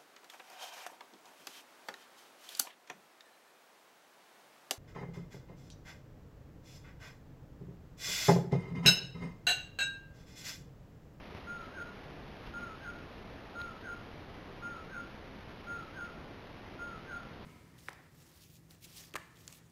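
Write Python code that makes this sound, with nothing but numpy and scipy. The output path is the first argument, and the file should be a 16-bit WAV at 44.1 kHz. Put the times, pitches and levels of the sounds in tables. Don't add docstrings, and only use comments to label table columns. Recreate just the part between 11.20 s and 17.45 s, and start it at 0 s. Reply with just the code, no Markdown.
import sys
import numpy as np
from scipy import signal
from scipy.fft import rfft, irfft
from scipy.io import wavfile
from scipy.ndimage import uniform_filter1d

SR = 44100
rng = np.random.default_rng(int(sys.argv[2]) if len(sys.argv) > 2 else 0)


def waveform_to_disk(signal):
    frames = np.transpose(np.atleast_2d(signal))
    scaled = np.clip(frames, -1, 1) * 32767
    samples = np.round(scaled).astype(np.int16)
    wavfile.write(sys.argv[1], SR, samples)


def elevation(decibels):
    levels = np.asarray(decibels, float)
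    return 10 ** (levels / 20)


N = 275617


def add(mix, start_s, sound):
    part = mix[round(start_s * SR):][:len(sound)]
    part += sound[:len(part)]


def evened(x):
    return x / np.sqrt(np.mean(x ** 2) + 1e-20)


def whistle(rows):
    s, hz, db = np.transpose(rows)
    t = np.arange(s[0], s[-1], 1 / SR)
    attack, release = (t - s[0]) / 0.0015, (s[-1] - t) / 0.0014
    edges = np.clip(np.minimum(attack, release), 0, 1)
    phase = 2 * np.pi * np.cumsum(np.interp(t, s, hz)) / SR
    return np.sqrt(2) * elevation(np.interp(t, s, db)) * edges * np.sin(phase)


def sung(shape, start, level_db, pitch_hz, lift_hz, later):
    s, hz, db, lift_share = np.transpose(shape)
    s = start + s + later * (s == s[-1])
    hz = hz * pitch_hz / 1400 + lift_share * lift_hz
    return whistle(np.transpose([s, hz, db + level_db]))


# time after start in seconds, pitch in Hz, level in dB, share of lift 0-1.
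FIRST_SHAPE = [
    (0, 1395, -2, 0),
    (.03, 1403, -0.5, 0),
    (.065, 1413, 0, 1),
    (.095, 1390, -1.5, 1),
    (.13, 1332, -6.5, 0.6),
    (.158, 1280, -13.5, 0.4),
    (.185, 1293, -10, .5),
]
# [s, Hz, dB, 0-1].
SECOND_SHAPE = [
    (0, 1302, -19, 0.1),
    (.022, 1368, -20, 0.06),
    (.042, 1561, -14, 0),
    (.066, 1590, -5.5, 0.9),
    (.087, 1452, -0.5, 0.04),
    (.105, 1393, 1, 0),
    (.13, 1404, -1.9, .5),
    (.156, 1398, -0.5, 1),
]
# start in seconds, level in dB, pitch in Hz, lift in Hz, lateness of the end in seconds.
FIRST_NOTES = [(0.2702, -44.5, 1401, -1, 0.0053), (1.337, -44.5, 1400, 13.5, 0.0056),
               (2.3528, -45, 1395, 4.5, 0.0059), (3.4228, -44, 1398, 6.5, -0.0021),
               (4.469, -44.5, 1397, -1, 0.0099), (5.5895, -45, 1401, 0.5, -0.0019)]
# [s, dB, Hz, Hz, s].
SECOND_NOTES = [(.4975, -45.5, 1396, 30, 0.0089), (1.571, -46, 1395, 33.5, -0.0034),
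                (2.585, -46, 1395, 13, -0.0038), (3.6614, -45.5, 1397, -5.5, -0.0094),
                (4.7023, -45.5, 1402, 4.5, .002), (5.8259, -45.5, 1394, 6, -0.0074)]


def calls():
    song = np.zeros(N)
    for shape, notes in ((FIRST_SHAPE, FIRST_NOTES), (SECOND_SHAPE, SECOND_NOTES)):
        for row in notes:
            add(song, row[0], sung(shape, *row))
    return song


# start in seconds, pitch in Hz, level in dB, length in seconds.
CALL_ENDS = [
    (0.671, 1394, -60, 0.037),
    (1.732, 1430, -59, 0.053),
    (3.839, 1370, -63, 0.021),
    (4.873, 1334, -58, .022),
    (6.002, 1362, -58, 0.031),
    (1.81, 1403, -62, 0.032),
    (4.932, 1390, -61, .04),
    (6.07, 1394, -62, .045),
]


def hiccups():
    song = np.zeros(N)
    for s, hz, db, length in CALL_ENDS:
        begin = (s, 0.953 * hz, db + 6)
        middle = (s + 0.47 * length, hz, db)
        end = (s + length, 1.005 * hz, db - 19)
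        add(song, s, whistle([begin, middle, end]))
    return song


# delay in ms, level against the direct sound in dB.
TRUNK_ECHOES = [(10.83, -10.0), (16.36, -17.0), (29.23, -2.1), (32.41, -11.2), (40.18, -14.1),
                (43.84, -14.9), (49.41, -17.8), (59.18, -15.2), (65.82, -20.1), (76.09, -18.8),
                (88.01, -21.6), (93.77, -24.8), (101.2, -24.6), (117.17, -19.1), (142.08, -30.1)]


def trees():
    wood_db, wood_t60_s, scatters_per_s = -17.5, 1.1, 1500
    t = np.arange(SR // 2) / SR
    tail = rng.standard_normal(len(t)) * (rng.random(len(t)) < scatters_per_s / SR)
    tail *= elevation(-60 * t / wood_t60_s) * (t > 0.06)
    paths = elevation(wood_db) * tail / np.linalg.norm(tail)
    paths[0] = 1
    for ms, db in TRUNK_ECHOES:
        paths[round(ms * SR / 1000)] += elevation(db)
    return paths


def bird():
    return elevation(0.24) * signal.fftconvolve(calls() + hiccups(), trees())[:N]


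# time in seconds, peak in dB, length in ms, sign.
HOUSING_KNOCKS = [
    (.1501, -31, .65, 1),
    (.1738, -38, .45, 1),
    (1.2778, -39, 2.5, -1),
    (1.291, -40, 5, 1),
    (1.2972, -38, 2.2, -1),
]


def knocks():
    out, ms = np.zeros(N), np.arange(-400, 400) * 1000 / SR
    for s, db, length_ms, sign in HOUSING_KNOCKS:
        push = np.exp(np.minimum(ms, 0) / length_ms) * np.clip(1 - ms / (0.22 * length_ms), 0, 1)
        rebound = 0.35 * np.exp(-((ms / length_ms - 4) / 1.6) ** 2)
        add(out, s - 400 / SR, sign * elevation(db) * (push - rebound))
    return out


# time in seconds, peak in dB, pitch in Hz, length in ms.
DRY_TICKS = [
    (2.4165, -31.5, 3850, .4),
    (2.4167, -41, 2300, .6),
    (2.419, -46, 3850, .5),
    (.15013, -43, 3000, .15),
]


def ticks():
    out, ms = np.zeros(N), np.arange(-400, 400) * 1000 / SR
    for s, db, hz, length_ms in DRY_TICKS:
        ring = np.exp(-(ms / length_ms) ** 2) * np.cos(2 * np.pi * hz * ms / 1000)
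        add(out, s - 400 / SR, elevation(db) * ring)
    return out


# place in the frame 0-1, size in dB, sign.
LAMP_SWITCHING = [
    (.268, -43.5, -1),
    (.752, -44, 1),
]


def buzz():
    frame_hz = 29.984
    t, out = np.arange(N) / SR, np.zeros(N)
    for place, db, sign in LAMP_SWITCHING:
        ms = ((t * frame_hz - place + 0.5) % 1 - 0.5) * 1000 / frame_hz
        spike = np.exp(-np.maximum(ms, 0) / 1.0) * np.clip(ms / 0.28, 0, 1)
        kick = np.exp(-((ms + 0.36) / 0.25) ** 2)
        out += sign * elevation(db) * (1.3 * spike - 0.42 * kick)
    return out


# frequency in Hz, density in dB per Hz.
HISS_COLOUR = [(7.1, -34), (12, -4), (76, -1), (109, -2.5), (215, -3), (261, -4.5), (309, -5), (467, -7.5),
               (503, -8), (1090, -13), (1330, -14), (2050, -15.5), (3950, -18.5), (5140, -66), (8690, -120)]


def steady_hiss():
    f, db = np.transpose(HISS_COLOUR)
    fine_hz = np.fft.rfftfreq(N, 1 / SR)
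    colour = elevation(np.interp(np.log(fine_hz + 1), np.log(f + 1), db))
    return evened(irfft(rfft(rng.standard_normal(N)) * colour, N))


# time in seconds, half length in seconds,
# rumble rise in dB, rustle rise in dB.
AIR_PUFFS = [
    (0.063, 0.026, 0.5, 1.5),
    (0.176, 0.04, 1.5, 2.5),
    (1.01, 0.039, 2.5, -1.5),
    (1.27, 0.027, -1, 5),
    (1.41, 0.027, 2.5, 2),
    (2.403, 0.01, 1.5, 6),
    (4.986, .05, 1.5, -0.2),
    (5.56, 0.068, 2, -.4),
]


def hiss():
    split_hz, settle_db_per_s = 900, -0.14
    frames, hz = N // 128 + 5, np.fft.rfftfreq(512, 1 / SR)
    t = np.arange(frames) * 128 / SR
    patches = uniform_filter1d(rng.standard_normal((frames, len(hz))), 14, 0)
    patches = evened(uniform_filter1d(patches, 8, 1)).T
    s, half, rumble_rise, rustle_rise = np.transpose(AIR_PUFFS)
    puffs = np.exp(-((t[:, None] - s) / half) ** 2)
    rumble_db = -49 + settle_db_per_s * t + puffs @ rumble_rise
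    rustle_db = -60 + puffs @ rustle_rise
    high = (hz ** 2 / (hz ** 2 + split_hz ** 2))[:, None]
    swell_db = (1 - high) * rumble_db + high * (rustle_db + 12.5)
    z = signal.stft(steady_hiss(), nperseg=512, noverlap=384)[2]
    z = z * elevation(swell_db + 0.54 * patches)[:, :z.shape[1]]
    return signal.istft(z, nperseg=512, noverlap=384)[1][:N]


def scene():
    return (bird() + knocks() + ticks() + buzz() + hiss())[None]


def low_pass(x):
    return signal.sosfilt(signal.butter(12, 15770, fs=SR, output="sos"), x)


def record(dry):
    camera_hz = 8000
    smooth = signal.oaconvolve(dry[0], signal.firwin(201, 4250, fs=SR), "same")
    t = np.arange(N) / SR
    slow_t = np.arange(0, t[-1], 1 / camera_hz)
    slow = np.interp(slow_t, t, smooth)
    joined = np.interp(t, slow_t, slow)
    return low_pass(joined[None])


dry = scene()
out = record(dry)
waveform_to_disk(out)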